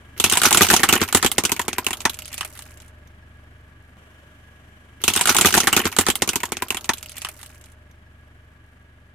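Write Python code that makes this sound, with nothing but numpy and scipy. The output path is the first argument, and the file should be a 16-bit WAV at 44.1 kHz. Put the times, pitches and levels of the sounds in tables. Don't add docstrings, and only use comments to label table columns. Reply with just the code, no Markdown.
import sys
import numpy as np
from scipy import signal
from scipy.fft import rfft, irfft
from scipy.io import wavfile
from scipy.ndimage import uniform_filter1d

SR = 44100
rng = np.random.default_rng(int(sys.argv[2]) if len(sys.argv) > 2 else 0)


def level_to_linear(level):
    exponent = np.asarray(level, float) / 20
    return 10 ** exponent


def log_audio(samples):
    frames = np.atleast_2d(samples).T
    limited = np.clip(frames, -1, 1)
    pcm = np.round(limited * 32767).astype(np.int16)
    wavfile.write(sys.argv[1], SR, pcm)


N = 403074
CUT_S = 3.97

# (frequency [Hz], width [Hz], level [dB])
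SHELL = [(40, 50, -11), (90, 16, 0), (205, 90, -0.5), (256, 40, 2.5), (296, 45, -1.5), (357.7, 80.3, 5),
         (445.2, 160, -1.5)]


def cracks():
    # (time [s], snap level [dB], piece level [dB], piece pitch [Hz], thump level [dB])
    handle = [(5.0164, -38, -51.5, 3070, -51), (5.038, -15.5, -18, 3590, -27),
              (5.079, -9, -9.5, 2690, -20.5), (5.1002, -26, -19.5, 3480, -33),
              (5.1365, -18, -26, 3110, -44.5), (5.1524, -25.5, -22, 974, -36.5),
              (5.1617, -13, -15.5, 1496, -24.5), (5.1743, -20.5, -16.5, 3410, -33.5),
              (5.1921, -23.5, -24.5, 837, -46.5), (5.2106, -12, -14, 880, -29.5),
              (5.24, -39, -44.5, 3660, -43.5), (5.2556, -16.5, -14, 1410, -31.5),
              (5.2724, -14, -15.5, 1270, -32.5), (5.2839, -19, -17.5, 760, -35),
              (5.29, -26, -7.5, 1376, -24), (5.2939, -8.5, -12.5, 2442, -31),
              (5.3019, -18.5, -15, 1434, -20.5), (5.3116, -24, -20.5, 1440, -39),
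              (5.324, -22.5, -22.5, 1400, -43), (5.3466, -16.5, -20.5, 1220, -33.5),
              (5.3529, -31, -14, 835, -31), (5.366, -9.5, -19, 2378, -30), (5.385, -12, -10, 1382, -22),
              (5.4, -42.5, -26.5, 859, -29)]
    rim = [(5.4108, -8, -14, 1890, -22.5), (5.4164, -20.5, -21.5, 2500, -28.5),
           (5.4289, -28, -21, 2453, -34.5), (5.4471, -18.5, -6.5, 1259, -12.5),
           (5.4572, -7, -11.5, 2537, -16.5), (5.4698, -12.5, -20.5, 864, -27.5),
           (5.4835, -22.5, -19, 2353, -32), (5.4881, -20.5, -30, 2500, -35), (5.5059, -22, -32, 2150, -37),
           (5.526, -19, -25, 1506, -29), (5.5401, -13, -4.5, 1462, -22.5), (5.55, -13.5, -19.5, 853, -19),
           (5.5657, -18.5, -21, 2417, -24.5), (5.572, -17, -14, 720, -16.5), (5.5773, -9, -9, 800, -21.5),
           (5.6025, -12.5, -16, 1430, -29), (5.6334, -27, -28.5, 2397, -28.5),
           (5.6404, -25.5, -25.5, 2105, -32.5), (5.6714, -13.5, -6, 1384, -16),
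           (5.6779, -21.5, -14.5, 1128, -33), (5.685, -44, -23, 1303, -29.5),
           (5.7278, -12.5, -9.5, 2930, -16), (5.7453, -31.5, -27, 729, -32)]
    collapse = [(5.765, -10.5, -11.5, 2552, -15.5), (5.775, -18, -11.5, 1374, -30),
                (5.7922, -19, -16.5, 1713, -22), (5.8006, -31, -17, 3000, -29.5),
                (5.8151, -28, -25.5, 2730, -41.5), (5.8449, -31.5, -27.5, 2720, -30),
                (5.854, -20.5, -14, 1197, -16.5), (5.8658, -28, -15, 1400, -32.5),
                (5.8745, -24.5, -27.5, 993, -41.5), (5.9175, -35, -42, 907, -46),
                (5.926, -31, -26.5, 2720, -51.5), (5.965, -20.5, -19, 1420, -34),
                (5.9863, -6, -7, 2000, -14), (6.01, -18, -19, 1700, -24), (6.0538, -42.5, -47, 780, -13),
                (6.0657, -19.5, -10.5, 1325, -26.5), (6.0755, -29.5, -22, 2252, -41),
                (6.0849, -15.5, -13.5, 1680, -13.5), (6.1011, -14.5, -15.5, 3340, -31),
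                (6.1544, -19, -28.5, 2132, -35.5), (6.2205, -13, -12.5, 1847, -19),
                (6.239, -52, -32.5, 809, -33.5), (6.2755, -21.5, -21.5, 2360, -28.5),
                (6.2902, -15, -22, 1455, -26)]
    settling = [(6.3235, -57, -36, 2666, -40), (6.3325, -28, -23, 2620, -33), (6.357, -15, -18, 913, -24.5),
                (6.4027, -32, -29.5, 2670, -38), (6.4329, -22.5, -15.5, 927, -27.5),
                (6.454, -27, -33, 1700, -50), (6.49, -44, -50, 1650, -52),
                (6.5198, -22.5, -20.5, 2383, -25), (6.5265, -32, -29, 1127, -45),
                (6.569, -27.5, -26, 2660, -33), (6.6217, -21.5, -17.5, 977, -26.5),
                (6.6836, -34.5, -43, 1250, -45), (6.7042, -19, -15, 2780, -29),
                (6.7233, -32, -28.5, 900, -39), (6.7454, -26, -23.5, 2680, -32.5),
                (6.7693, -27, -22, 3300, -37.5), (6.8094, -38, -49, 1390, -56.5),
                (6.8434, -32.5, -34.5, 930, -47.5), (6.8551, -37, -43.5, 2730, -60),
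                (6.8915, -16, -10, 882, -19.5), (6.8981, -48, -13.5, 886, -44.5),
                (6.9345, -26, -26.5, 3570, -37), (6.9722, -41, -48, 2480, -56),
                (6.9815, -35.5, -60, 1340, -50)]
    # (time [s], snap level [dB], piece level [dB], piece pitch [Hz])
    loose_chips = [(7.0085, -47, -53, 850), (7.0279, -31.5, -38, 2300), (7.0596, -38, -39.5, 2800),
                   (7.0946, -35, -55, 3550), (7.1181, -37.5, -44.5, 2240), (7.1415, -54, -44, 2760),
                   (7.1556, -45.5, -42, 2570), (7.1676, -34, -57, 2070), (7.1812, -30.5, -41, 2500),
                   (7.1973, -60, -53, 2500), (7.2181, -30, -31.5, 2600), (7.2476, -28, -20, 3030),
                   (7.268, -45.5, -31.5, 1340), (7.2871, -30.5, -30, 2500), (7.3144, -51, -53, 1320),
                   (7.365, -49, -60, 1300), (7.391, -45, -44.5, 1300), (7.4013, -53, -46, 1320),
                   (7.4131, -42, -59, 3020), (7.4296, -37, -38.5, 1780), (7.4471, -54.5, -52, 3020),
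                   (7.4607, -39.5, -50, 1350), (7.5005, -57, -44, 1310), (7.5442, -61, -49, 1150),
                   (7.6119, -47.5, -64, 1710), (7.6398, -47.5, -51, 1420), (7.6583, -49.5, -58, 1350),
                   (7.686, -59, -61, 3260), (7.7185, -53, -54, 2050), (7.9119, -58, -75, 1400)]
    # (frequency [Hz], density [dB/Hz])
    snap_spectrum = [(1760, -10), (3000, 5.5), (5140, -6.5), (6220, -6.5), (10500, -7.5), (14600, -10),
                     (15500, -18), (16300, -32.5)]
    # (frequency [Hz], width [Hz], level [dB])
    wall = [(780, 180, 2), (1085, 250, 6.5), (1400, 240, 4), (2050, 860, 3.5), (2500, 600, -25.5),
            (3130, 540, -9.5)]
    late_s, late_db = 6.95, -14
    ticks = [(*row, row[2] - 12) for row in loose_chips]
    stages = [(handle, 0.087), (rim, 0.069), (collapse, 0.061), (settling, 0.05), (ticks, 0.05)]
    breaks = [(*row, t60) for rows, t60 in stages for row in rows]

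    t = np.arange(2800) / SR
    onset = (1 - np.exp(-t / 0.00015)) * (1 - t / t[-1])
    rupture = level_to_linear(6 - 60 * t / 0.0048) + level_to_linear(5 - 60 * t / 0.029)
    snap, piece, thump = np.zeros((3, 2, N + len(t)))
    for s, snap_db, piece_db, hz, thump_db, t60 in breaks:
        i = int(s * SR)
        span = slice(i, i + len(t))
        shape = (rupture + level_to_linear(-60 * t / (2.11 * t60))) * onset
        burst = grit((2, len(t)), 1.8, 0.5) * shape
        chip_hz = 5900 * 2 ** (1.2 * rng.random(3))
        chips = sum(ring(burst, f, f / 6) for f in chip_hz)
        snap[:, span] += opening(burst + 2 * chips, snap_db - 0.5)
        other_hz = hz * 2.8 if hz < 1500 else hz / 2.3
        plate = ring(burst, hz, hz / 9.4) + level_to_linear(-17) * ring(burst, other_hz, other_hz / 1.5)
        piece[:, span] += opening(plate + level_to_linear(-9.5) * body(burst, wall), piece_db - 6.5)
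        sides = np.array([[1], [0.8 * rng.standard_normal()]])
        push = body(burst + 14 * sides * np.exp(-t / 0.00033), SHELL)
        push_db = min(thump_db, piece_db) + late_db * (s > late_s)
        push_db -= 6.5 + 1.2 * max(-32 - thump_db, 0)
        thump[:, span] += opening(push, push_db)
    bright = np.array([colour(x, snap_spectrum) for x in snap])
    return (bright + piece + thump)[:, :N]


def grind():
    # (time [s], level [dB], load on the shell [dB])
    pressed = [
        (5.0, -52.5, 5),
        (5.15, -29.5, -2.5),
        (5.3, -31, -10.5),
        (5.6, -31, -1),
        (5.85, -41.5, 1.5),
        (6.05, -45, 3),
        (6.3, -50.5, 9),
        (6.6, -49, 4),
        (6.9, -55, 5),
    ]
    # (time [s], level [dB], load on the shell [dB])
    release = [
        (7.1, -48.5, -18),
        (7.27, -44, -15.5),
        (7.33, -63.5, 13),
        (7.45, -48, -32),
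        (7.6, -67, 7),
        (7.72, -69, 4),
        (7.8, -75, 5),
    ]
    # (frequency [Hz], density [dB/Hz])
    crunch = [(180, -30), (300, 1), (595, -13.5), (778, -11), (1440, 0.5), (5150, -15), (10600, -31.5),
              (14500, -14.5), (16300, -42.5)]
    db, load_db = curve(pressed + release)
    t = np.arange(N) / SR
    rolling = (t > pressed[0][0]) & (t < release[-1][0])
    out = np.zeros((2, N))
    for hz, share in ((9500, 0.94), (5140, 0.06), (2200, 0.22), (800, 0.95)):
        slips = decaying(grit(N, 2.5, 150 / SR), 0.003)
        clicks = rng.standard_normal((2, N)) * (slips + 0.11 * slips.mean())
        out += band(level(clicks, 0) * level_to_linear(share * load_db), hz / 1.2, hz * 1.4)
    groan = level(body(rng.standard_normal((2, N)), SHELL), -12) * level_to_linear(load_db + 3 * walk(40))
    crushed = np.array([colour(x, crunch) for x in out])
    return rolling * level_to_linear(db + 2) * (crushed + groan)


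def fizz():
    # (time [s], level [dB])
    peeling = [
        (6.9, -68.5),
        (7.25, -53.5),
        (7.45, -59.5),
        (7.7, -58),
        (7.78, -79.5),
    ]
    db, = curve(peeling)
    slips = decaying(grit(N, 2, 220 / SR), 0.002)
    dust = rng.standard_normal((2, N)) * (slips + 0.6 * slips.mean()) * level_to_linear(db + 2.2 * walk(20))
    dust = band(dust / np.sqrt(np.mean(slips ** 2)), 5600, 12500)
    return dust * (np.arange(N) / SR > peeling[0][0])


def engine():
    # (time [s], level [dB])
    passing = [
        (4.0, -56.5),
        (4.95, -52.5),
        (7.9, -52),
        (9.14, -53),
    ]
    # (time [s], level [dB])
    whining = [
        (4.0, -71.5),
        (5.0, -73),
        (6.9, -61),
        (7.3, -62.5),
        (7.8, -70.5),
        (9.14, -89),
    ]
    # (frequency [Hz], width [Hz], level [dB])
    exhaust = [(25.4, 6, -8), (51, 8, -11), (75, 5.5, 2), (100, 7, -3), (113, 8, 0), (250, 20, -14)]
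    # (frequency [Hz], density [dB/Hz])
    bay_spectrum = [(71, -37.5), (120, -1.5), (254, -8.5), (301, -9.5), (504, -14.5), (537, -16.5),
                    (745, -15.5), (884, -16.5), (1680, -12), (1840, -13.5), (5000, -33.5), (6500, -71.5),
                    (11000, -120)]
    # (frequency [Hz], width [Hz], level [dB])
    bay_rings = [(605, 49, -16.5), (1163, 14, -15), (1656, 24, -8), (2320, 30, -20), (5324, 11, -30.5)]
    # (frequency [Hz], density [dB/Hz])
    hiss_spectrum = [(1760, -22.5), (3000, 3), (3280, -1.5), (4200, -26), (5760, -11), (6430, -11.5),
                     (12300, -14), (15500, -27.5)]
    # (frequency [Hz], left-right correlation [-1 to 1])
    engine_likeness = [(25, 0.45), (60, 0.97), (150, 0.98), (400, 0.93), (1400, 0.27), (3000, .02)]
    t = np.arange(N) / SR
    exhaust_db, = curve(passing)
    whine_db, = curve(whining)
    bay_db = -56 - 0.76 * (t - CUT_S)
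    hiss_db = -64.5 - 1.7 * (t - CUT_S)

    firing_hz = 24.33
    phase = np.cumsum(firing_hz * (1 + 0.003 * walk(3))) / SR
    cycle = phase.astype(int)
    count = cycle[-1] + 1
    size = level_to_linear(1.5 * rng.standard_normal(count) - 7 * (np.arange(count) % 2))
    firings = np.diff(cycle, prepend=0) * size[cycle]
    boom = level(sum(level_to_linear(db) * ring(ring(firings, f, w), f, w) for f, w, db in exhaust), 0)

    noise = rng.standard_normal((4, 2, N)) * (1 + 0.2 * np.cos(2 * np.pi * phase))
    bay = level(np.array([colour(x, bay_spectrum) for x in noise[0]]), 0)
    bay = bay + level(body(noise[1], bay_rings), -5.5)
    hiss = level(np.array([colour(x, hiss_spectrum) for x in noise[2]]), 0)
    whine = level(ring(noise[3], 615, 14), 0)

    centre = np.array([[1], [0]])
    pair = level_to_linear(exhaust_db) * centre * boom + level_to_linear(bay_db) * bay
    pair = pair + level_to_linear(hiss_db) * hiss + level_to_linear(whine_db) * whine
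    left, right = ports(pair, engine_likeness, [(100, 0.3), (5000, 0.3)])
    return np.array([left, np.roll(right, 8)])


def grit(shape, spread_db, share):
    size = level_to_linear(spread_db * np.minimum(rng.exponential(size=shape), 4))
    clicks = rng.standard_normal(shape) * (rng.random(shape) < share) * size
    return clicks / np.sqrt(np.mean(clicks ** 2))


def decaying(clicks, tau_s):
    return signal.lfilter([1], [1, -np.exp(-1 / (tau_s * SR))], np.abs(clicks))


def ring(x, hz, width):
    return signal.lfilter(*signal.iirpeak(hz, hz / width, SR), x)


def body(x, modes):
    return sum((-1) ** k * level_to_linear(db) * ring(x, f, w) for k, (f, w, db) in enumerate(modes))


def band(x, low_hz, high_hz):
    return signal.sosfilt(signal.butter(2, [low_hz, high_hz], "band", fs=SR, output="sos"), x)


def colour(x, table):
    cep = irfft(on_log(table, np.linspace(0, SR / 2, 1025)) * np.log(10) / 20)
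    cep[1:1024] *= 2
    cep[1025:] = 0
    response = irfft(np.exp(rfft(cep)))[:1024]
    return signal.oaconvolve(x, response / np.sqrt(np.sum(response ** 2)))[:len(x)]


def on_log(table, hz):
    f, v = np.transpose(table)
    return np.interp(np.log(hz + 1), np.log(f + 1), v)


def curve(table):
    s, *columns = np.transpose(table)
    return [np.interp(np.arange(N) / SR, s, c) for c in columns]


def walk(rate):
    k = int(SR / rate)
    steps = np.repeat(rng.standard_normal(N // k + 1), k)
    return 1.3 * uniform_filter1d(uniform_filter1d(steps, k), k)[:N]


def level(x, db):
    return x * level_to_linear(db) / np.sqrt(np.mean(x ** 2))


def opening(x, db):
    return x * level_to_linear(db) / np.sqrt(np.mean(x[:, :200] ** 2))


def ports(pair, likeness, tilt):
    hz = np.linspace(0, SR / 2, N // 2 + 1)
    like = np.clip(on_log(likeness, hz), -0.9, 0.99)
    tilt_db = on_log(tilt, hz)
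    mid, side = rfft(pair) * np.sqrt([1 + like, 1 - like])
    left = (mid + side) * level_to_linear(tilt_db / 2)
    right = (mid - side) * level_to_linear(-tilt_db / 2)
    return irfft(np.array([left, right]), N)


def scene():
    # (frequency [Hz], left-right correlation [-1 to 1])
    toy_likeness = [(60, 0.12), (250, 1), (600, 0.85), (1200, 0.77), (2500, 0.57), (5000, 0),
                    (12000, 0.0093)]
    # (frequency [Hz], left minus right [dB])
    toy_tilt = [(100, -3), (300, 2), (1000, -0.7), (2500, -0.5), (5000, -4), (9000, -2), (13000, -4)]
    whole = ports(cracks() + grind() + fizz(), toy_likeness, toy_tilt) + engine()
    cut, lag = int(CUT_S * SR), 213394
    first = level_to_linear(1.86) * whole[:, lag:lag + cut]
    return np.concatenate([first, whole[:, cut:]], axis=1)


def band_limit(x):
    return signal.sosfilt(signal.butter(12, 16470, fs=SR, output="sos"), x)


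def record(dry):
    ceiling, top_hz = 0.86, 16000
    soft = ceiling * np.tanh(dry / ceiling)
    mix = signal.sosfilt(signal.ellip(8, 0.2, 60, top_hz, fs=SR, output="sos"), soft)
    return band_limit(mix)


dry = scene()
out = record(dry)
log_audio(out)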